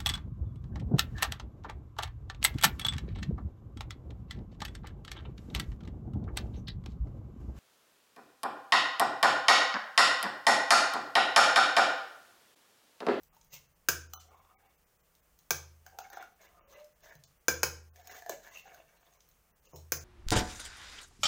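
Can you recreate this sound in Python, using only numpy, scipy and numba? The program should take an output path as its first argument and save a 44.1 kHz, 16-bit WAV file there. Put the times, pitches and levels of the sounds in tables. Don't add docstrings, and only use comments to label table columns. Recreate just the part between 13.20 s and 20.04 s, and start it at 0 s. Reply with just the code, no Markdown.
import sys
import numpy as np
from scipy import signal
from scipy.fft import rfft, irfft, next_fast_len
from scipy.io import wavfile
from scipy.ndimage import map_coordinates
from numba import njit

SR = 44100
rng = np.random.default_rng(int(sys.argv[2]) if len(sys.argv) > 2 else 0)


def gain_from_db(level_db):
    decades = np.asarray(level_db, float) / 20
    return 10 ** decades


def to_wav(sig):
    pcm = np.clip(np.atleast_2d(sig), -1, 1) * 32767
    pcm = np.round(pcm).astype(np.int16)
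    wavfile.write(sys.argv[1], SR, pcm.T)


N = 301644

# f/Hz, level/dB
AIR = [(12, -46.5), (20, 0), (60, 2), (108, -10.5), (160, -3.5), (300, -20.5), (479, -14), (994, -19),
       (1180, -17), (1280, -19), (3830, -25), (6170, -21), (12100, -23.5), (15200, -16), (16500, -31)]
HISS_DB, MURMUR_DB, RUMBLE_DB = -75, -76, -74.5
# f/Hz, time to fall 60 dB t60/s
KITCHEN = [(150, 0.63), (500, 0.39), (1500, 0.34), (6000, 0.35), (10000, .3), (16000, 0.21)]

# start t/s, hold t/s, pressure level/dB, wall over it level/dB, rasp over it level/dB
RUBS = [(0.137, .03, -67, -5, -1), (0.332, 0.012, -52, -10.5, 10.5), (0.95, 0.021, -63.5, -17, 11),
        (1.056, 0.064, -70.5, 5, -20), (1.106, .04, -72.5, 10.5, -17), (1.155, 0.1, -62.5, -5, -9),
        (1.3, .21, -67.5, -1.5, -14.5), (2.669, 0.0085, -61, -1.5, -0.5), (2.734, 0.018, -74, 19.5, -9.5),
        (2.797, 0.065, -59, -5, -22), (2.927, 0.09, -51.5, -1.5, -4.5), (3.21, 0.065, -57, -6, -5.5),
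        (3.31, 0.31, -68.5, 0, -3.5), (3.498, .11, -58.5, -4, -1.5), (3.835, .09, -55.5, -2.5, -2),
        (4.766, 0.11, -63, 2.5, 5), (4.903, 0.078, -49.5, -6, 4), (5.096, 0.04, -47.5, 4.5, -2.5),
        (5.236, 0.13, -53.5, -12, -2), (5.376, .02, -54, -16, -1.5), (5.462, 0.14, -56.5, 0, -5.5),
        (5.683, 0.27, -64.5, -6, -4.5), (6.456, 0.1, -71, 0, 8.5), (6.559, 0.0068, -76, 18, 26)]
RISE_DB_PER_S, FALL_DB_PER_S = 902, 328
# t/s, wall f/Hz, nearest rim mode f/Hz
CONTACT = [
    [(0.1, 810, 1280), (0.166, 918, 1060), (0.25, 656, 1420), (0.34, 590, 2480)],
    [(0.93, 766, 1273), (1.05, 666, 1310), (1.12, 814, 1250), (1.17, 810, 1100), (1.28, 800, 1100),
     (1.4, 778, 1640), (1.5, 780, 1370)],
    [(2.66, 750, 1583), (2.78, 779, 1396), (2.94, 810, 1630), (2.98, 763, 1380), (3.21, 665, 1650),
     (3.35, 727, 1230), (3.45, 554, 1390), (3.62, 595, 1430), (3.85, 635, 1785)],
    [(4.76, 720, 1770), (4.95, 736, 1780), (5.07, 706, 1750), (5.12, 593, 1610), (5.31, 710, 1740),
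     (5.39, 660, 2900), (5.46, 760, 1580), (5.56, 672, 1520), (5.92, 693, 1496)],
    [(6.45, 518, 1400), (6.54, 486, 1100)],
]
# f/Hz, width f/Hz, level/dB
RIM = [(1100, 160, 1), (1259, 210, 1), (1580, 270, -5.5), (1730, 180, -2), (2000, 65, 0.5),
       (2194, 120, 3.5), (2740, 200, 3), (3516, 280, -1)]
# f/Hz, width f/Hz, level/dB
SPOON = [(3020, 83, -5), (4080, 150, -3), (4760, 150, -7.5), (5280, 90, -4), (6120, 170, 2.5),
         (6550, 47, 2), (6960, 50, -5.5)]
# f/Hz, level per Hz/dB
RASP = [(1470, -32.5), (2500, -8), (2860, -12.5), (3270, -5.5), (5010, -6), (6500, -2.5), (10700, -17.5),
        (15200, 1.5), (16100, -16.5), (16500, -16)]
# t/s, f/Hz, level/dB
SQUEAK = [(3.56, 565, -66), (3.578, 595, -52), (3.6, 598, -55), (3.615, 600, -51), (3.655, 601, -53),
          (3.68, 606, -68), (3.69, 606, -80), (3.708, 610, -67), (3.728, 615, -85)]
# f/Hz, level/dB
THIN_CAN = [(120, -21.5), (300, -10), (480, -2)]

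# t/s, click level/dB, wall ring over click level/dB, rim ring over click level/dB
TAPS = [(0.166, -60, -2.5, -15), (0.9353, -29.5, -24, -9), (2.6643, -48.5, -7.5, 4.5),
        (2.7871, -37.5, -2, -0.5), (2.8689, -64, -22, -3), (2.9012, -47, -7, -4), (2.9312, -48, -16, -9),
        (2.9714, -53.5, 13.5, 16.5), (3.026, -52, -1, 13.5), (3.2146, -60.5, -8, -6),
        (3.8344, -57.5, -4, -4), (3.9529, -55, -10, -13), (4.7592, -54, -18, -1.5),
        (4.8728, -41.5, -22, -24), (4.9794, -53.5, 1, -12), (5.0221, -51.5, 1.5, 8.5),
        (5.0624, -49.5, 6, 7), (5.095, -31.5, -7, -4), (5.2735, -56.5, -4, 13.5), (5.4564, -68.5, 9.5, 13),
        (5.5452, -51.5, -16, 2.5), (6.5344, -58.5, 0, -29)]
# t/s, click level/dB, sparkle above 10 kHz level/dB
TICKS = [(0.0333, -57, 8), (0.148, -70.5, 12), (0.2128, -53.5, -20), (0.247, -70, 14), (0.323, -49, 3),
         (0.3404, -48, 3), (1.9515, -58.5, 0), (2.1896, -55, 0.5), (3.6447, -57, 2.5), (3.806, -63.5, -1),
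         (4.0377, -47, -8), (5.937, -61, -4), (6.0053, -53.5, -20), (6.0886, -63, 8.5), (6.114, -63.5, -20),
         (6.56, -42.5, 1)]
TICK_RING_DB = -29.5

# t/s, level/dB, t60/s
THUDS = [
    (5.095, -37, 0.12),
    (6.533, -52.5, 0.34),
]
# f/Hz, level per Hz/dB
BELLY = [(180, -40), (330, 0.5), (520, -5), (1050, -7), (1400, -41)]

# t/s, thud level/dB, boom level/dB
BUMPS = [
    (0.328, -61.5, -13.5),
    (3.953, -59, -13.5),
    (6.533, -54.5, 4.5),
]
# t/s, peak level/dB, counter boom level/dB, crack level/dB
KNOCKS = [
    (0.686, -7.5, -41, -4),
    (2.3063, -10.5, -40.5, -4),
    (4.282, -4.5, -43, -8.5),
    (4.431, -7, -46.5, -6.5),
    (6.72, -15, -36.5, -1.5),
]
# f/Hz, level/dB, t60/s
BLOCK = [(355, -2, 0.065), (476, 7.5, 0.037), (665, -5, .05), (1062, -17.5, 0.073), (1440, -5.5, .03),
         (1561, 3.5, 0.025), (1673, -23.5, 0.096), (2332, -8, .05), (2516, -7, 0.032), (5045, -12.5, 0.08),
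         (5190, -12.5, 0.044), (6300, -8, 0.026), (6640, -18.5, 0.018)]
# f/Hz, level per Hz/dB
CRACK = [(200, -24), (450, -7.5), (1000, -13), (1500, -8.5), (2000, -17.5), (3100, -12.5), (3800, -15.5),
         (5100, -6.5), (6600, -0.5), (8300, -18.5), (10300, -13.5), (12700, -17), (15400, -2),
         (16500, -32.5)]
DRAWER_DB, LOW_BODY_DB = -43.5, -12.5

TOP_HZ = 16200
# lowest f/Hz, list of t/s
GAPS = [
    (1200, [0.298, 0.544, 0.886, 1.568, 1.782, 1.824, 2.016, 3.744, 4.064, 6.411, 6.475]),
    (2000, [0.48, 1.099, 1.483, 1.654, 4.832]),
    (3000, [1.163, 1.206, 2.998, 3.275, 3.83, 3.979, 4.192, 5.984]),
    (4500, [1.44, 3.147, 5.792, 5.835]),
    (7500, [2.955, 4.363, 4.619, 5.43, 5.472]),
]
# t/s, length in frames, lowest f/Hz
LONG_GAPS = [
    (0.096, 2, 3000),
    (0.947, 3, 1500),
    (1.355, 2, 300),
    (3.403, 4, 3000),
    (4.704, 2, 600),
    (6.326, 2, 2000),
    (6.53, 2, 3000),
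]
THINNED = [0.319, 2.827, 2.912, 2.955, 3.552, 3.915, 4.896, 4.939, 5.302, 6.795]


def unit(x):
    return x / np.sqrt(np.mean(np.abs(x) ** 2) + 1e-20)


def along(points, hz):
    f, v = np.transpose(points)
    return np.interp(np.log(hz + 1), np.log(f + 1), v)


def wobble(rate):
    knots = rng.standard_normal(int(N * rate / SR) + 4)
    return map_coordinates(knots, [np.arange(N) * rate / SR])


def coloured(x, spectrum):
    m = next_fast_len(len(x) + 8192)
    gain = gain_from_db(along(spectrum, np.fft.rfftfreq(m, 1 / SR)))
    return irfft(rfft(x, m) * gain, m)[:len(x)]


def ring(t, hz, t60, attack):
    return np.sin(2 * np.pi * hz * t) * gain_from_db(-60 * t / t60) * (1 - np.exp(-t / attack))


def add(track, s, sound):
    part = track[round(s * SR):][:len(sound)]
    part += sound[:len(part)]


def tail(length):
    hz, t, z = signal.stft(rng.standard_normal(length), SR, nperseg=256)
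    decay = gain_from_db(-60 * t / along(KITCHEN, hz)[:, None])
    x = signal.istft(z * decay, SR, nperseg=256)[1]
    return np.pad(x / np.linalg.norm(x), (130, 0))


def air():
    hiss_db, murmur_db, rumble_db = [db + 0.27 * wobble(1.9) for db in (HISS_DB, MURMUR_DB, RUMBLE_DB)]
    noise = coloured(rng.standard_normal(N), AIR)
    low = coloured(noise, [(250, 0), (400, -60)])
    high = coloured(noise, [(2200, -60), (3500, 0)])
    rumble = gain_from_db(rumble_db + 2 * wobble(5)) * unit(low)
    murmur = gain_from_db(murmur_db) * unit(noise - low - high)
    return rumble + murmur + gain_from_db(hiss_db) * unit(high)


def contact(s):
    when, wall_hz, rim_hz = np.concatenate(CONTACT).T
    return np.interp(s, when, wall_hz), np.interp(s, when, rim_hz)


def strokes(time):
    power = np.full((3, N), 1e-12)
    for s, hold, db, wall_db, rasp_db in RUBS:
        rise_db = -RISE_DB_PER_S * np.maximum(s - time, 0)
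        fall_db = -FALL_DB_PER_S * np.maximum(time - s - hold, 0)
        power += gain_from_db(db + rise_db + fall_db + np.array([[wall_db], [0], [rasp_db]])) ** 2
    return 10 * np.log10(power)


def grit(rate, spread_db, hiss):
    catches = rng.random(N) < rate / SR * gain_from_db(4 * wobble(35))
    size = gain_from_db(spread_db * np.minimum(rng.exponential(size=N), 2)) * np.sign(rng.standard_normal(N))
    force = unit(catches * size) + hiss * rng.standard_normal(N)
    return unit(force) * gain_from_db(1.5 * wobble(30))


@njit
def resonate(push, hz, width, sr):
    out, z = np.zeros(len(push)), 0j
    for i in range(len(push)):
        r = np.exp(-np.pi * width[i] / sr)
        z = z * r * np.exp(2j * np.pi * hz[i] / sr) + push[i] * np.sqrt(1 - r * r)
        out[i] = z.imag
    return out


def ring_twice(push, hz, width):
    hz, width = hz * np.ones(N), width * np.ones(N)
    sharp = resonate(push, hz, width, SR)
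    return unit(resonate(sharp, hz, 4 * width, SR))


def squeak(time):
    s, hz, db = np.transpose(SQUEAK)
    swell = np.interp(time, s, gain_from_db(db + 2), left=0, right=0)
    return swell * np.sin(2 * np.pi * np.cumsum(np.interp(time, s, hz)) / SR)


def scraping():
    time = np.arange(N) / SR
    wall_db, rim_db, rasp_db = strokes(time)
    wall_hz, rim_hz = contact(time)
    push = grit(300, spread_db=5, hiss=0.73)
    scratch = grit(700, spread_db=4, hiss=0.56)
    wall = ring_twice(push, wall_hz, 68) + 0.34 * ring_twice(push, 560, 220)
    near = [np.exp(-(np.log(hz / rim_hz) / .11) ** 2) + .27 for hz, _, _ in RIM]
    share = np.sqrt(np.sum(np.square(near), axis=0))
    rim, chink = np.zeros(N), np.zeros(N)
    for closeness, (hz, width, db) in zip(near, RIM):
        rim += gain_from_db(db + 4.3 * wobble(40)) * closeness / share * ring_twice(push, hz, width)
    for hz, width, db in SPOON:
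        chink += gain_from_db(db + 5.3 * wobble(40)) * ring_twice(scratch, hz, width)
    rasp = unit(coloured(scratch, RASP)) + 0.89 * unit(chink)
    rub = gain_from_db(wall_db - 1) * unit(wall) + gain_from_db(rim_db - 2.5) * unit(rim) + gain_from_db(rasp_db - 6) * unit(rasp)
    rub += squeak(time)
    return rub + gain_from_db(-8.5) * signal.fftconvolve(rub, tail(SR // 2))[:N]


def taps():
    out, t = np.zeros(N), np.arange(SR // 8) / SR
    rows = [(*tap, 0) for tap in TAPS]
    rows += [(s, db, TICK_RING_DB, TICK_RING_DB, top_db) for s, db, top_db in TICKS]
    for s, db, wall_db, rim_db, top_db in rows:
        wall_hz, rim_hz = contact(s)
        steel = unit(coloured(rng.standard_normal(len(t)), RASP))
        steel = coloured(steel, [(8500, 0), (10500, top_db)])
        click = steel * (gain_from_db(db - 60 * t / .01) + gain_from_db(db - 9 - 60 * t / 0.028))
        chink = np.zeros(len(t))
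        for hz, _, level in SPOON:
            chink += gain_from_db(db + level - 10 + rng.normal(0, 2.5)) * ring(t, hz, 0.03, 0.00033)
        wall = ring(t, wall_hz, 0.047, 0.00091) + .4 * ring(t, .7 * wall_hz, 0.018, 0.00166)
        rim = gain_from_db(db + rim_db + 4) * ring(t, rim_hz, 0.022, 0.00057)
        tap = click + chink + gain_from_db(db + wall_db + 10) * wall + rim
        add(out, s, tap)
        add(out, s, gain_from_db(-3.5) * signal.fftconvolve(tap, tail(SR // 3)))
    return out


def thuds():
    out, t = np.zeros(N), np.arange(SR // 3) / SR
    for s, db, t60 in THUDS:
        puff = unit(coloured(rng.standard_normal(len(t)), BELLY))
        add(out, s, puff * gain_from_db(db - 60 * t / t60) * (1 - np.exp(-t / 0.00031)))
    return out


def counter(t, boom_db, thud_db):
    slab = ring(t, 80, 1.08, 0.046)
    drawers = ring(t, 151, 0.27, 0.0071) + 0.39 * ring(t, 132, 0.71, 0.0067)
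    return gain_from_db(boom_db) * slab + gain_from_db(thud_db) * drawers


def bumps():
    out, t = np.zeros(N), np.arange(SR) / SR
    for s, db, boom_db in BUMPS:
        add(out, s, counter(t, db + boom_db + 5.5, db + 6))
    return out


def struck_body(t):
    hz, level, t60 = np.transpose(BLOCK)[..., None]
    strength = level + rng.normal(0, 1.5, hz.shape) + LOW_BODY_DB * (hz < 800)
    modes = 0
    for share, spread in ((1, .003), (0.5, .025), (0.12, .05)):
        modes = modes + share * ring(t, hz * (1 + rng.normal(0, spread, hz.shape)), t60, 0.0013)
    return (gain_from_db(strength) * modes).sum(axis=0)


def first_crack(t):
    fade = gain_from_db(-60 * t / 0.003) + 0.51 * gain_from_db(-60 * t / 0.022) + 0.12 * gain_from_db(-60 * t / 0.14)
    return unit(coloured(rng.standard_normal(len(t)), CRACK)) * fade * (1 - np.exp(-t / 0.00043))


def knocks():
    out, t = np.zeros(N), np.arange(SR) / SR
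    short = t[:SR // 4]
    for s, db, boom_db, crack_db in KNOCKS:
        s = s + .0005
        body = struck_body(short)
        blow = gain_from_db(db - 13.5) * body + gain_from_db(db + crack_db) * first_crack(short)
        add(out, s, blow)
        for delay in rng.uniform(0.0054, .04, size=6):
            add(out, s + delay, gain_from_db(-21 - 200 * delay) * rng.choice([-1, 1]) * blow)
        into_room = blow - 0.11 * gain_from_db(db - 15) * body
        add(out, s, gain_from_db(-7.5) * signal.fftconvolve(into_room, tail(SR // 2)))
        add(out, s, counter(t, db + boom_db + 7.5, DRAWER_DB))
    return out


def scene():
    can = coloured(taps() + scraping(), THIN_CAN)
    return (air() + can + thuds() + bumps() + knocks())[None]


def starve(x, table, keep):
    hop, out = 941, x.copy()
    window = np.sin(np.pi * (np.arange(2 * hop) + .5) / (2 * hop))
    hz = np.fft.rfftfreq(2 * hop, 1 / SR)
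    for s, frames, lowest_hz in table:
        for start in round(s * SR) + hop * (np.arange(frames, dtype=int) - 1):
            z = rfft(window * x[start:start + 2 * hop])
            band = (hz > lowest_hz) & (hz < 14800)
            limit = np.quantile(np.abs(z[band]), 1 - np.clip(keep / frames ** 2, 0, 1))
            weak = band & (np.abs(z) < limit)
            out[start:start + 2 * hop] -= .98 * window * irfft(z * weak)
    return out


def roll_off(x):
    return signal.sosfilt(signal.butter(12, 17150, fs=SR, output="sos"), x)


def record(dry):
    held = dry[0] / (1 + np.abs(dry[0] / .3) ** 4) ** .25
    edge = [(20, 0), (TOP_HZ, 0), (1.03 * TOP_HZ, -10), (17100, -30), (17300, -120)]
    gaps = LONG_GAPS + [(s, 1, hz) for hz, times in GAPS for s in times]
    thin = [(s, 1, 2300) for s in THINNED]
    gappy = starve(coloured(held, edge), gaps, keep=0.12)
    mix = starve(gappy, thin, keep=0.13)
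    return roll_off(mix[None])


dry = scene()
out = record(dry)
to_wav(out)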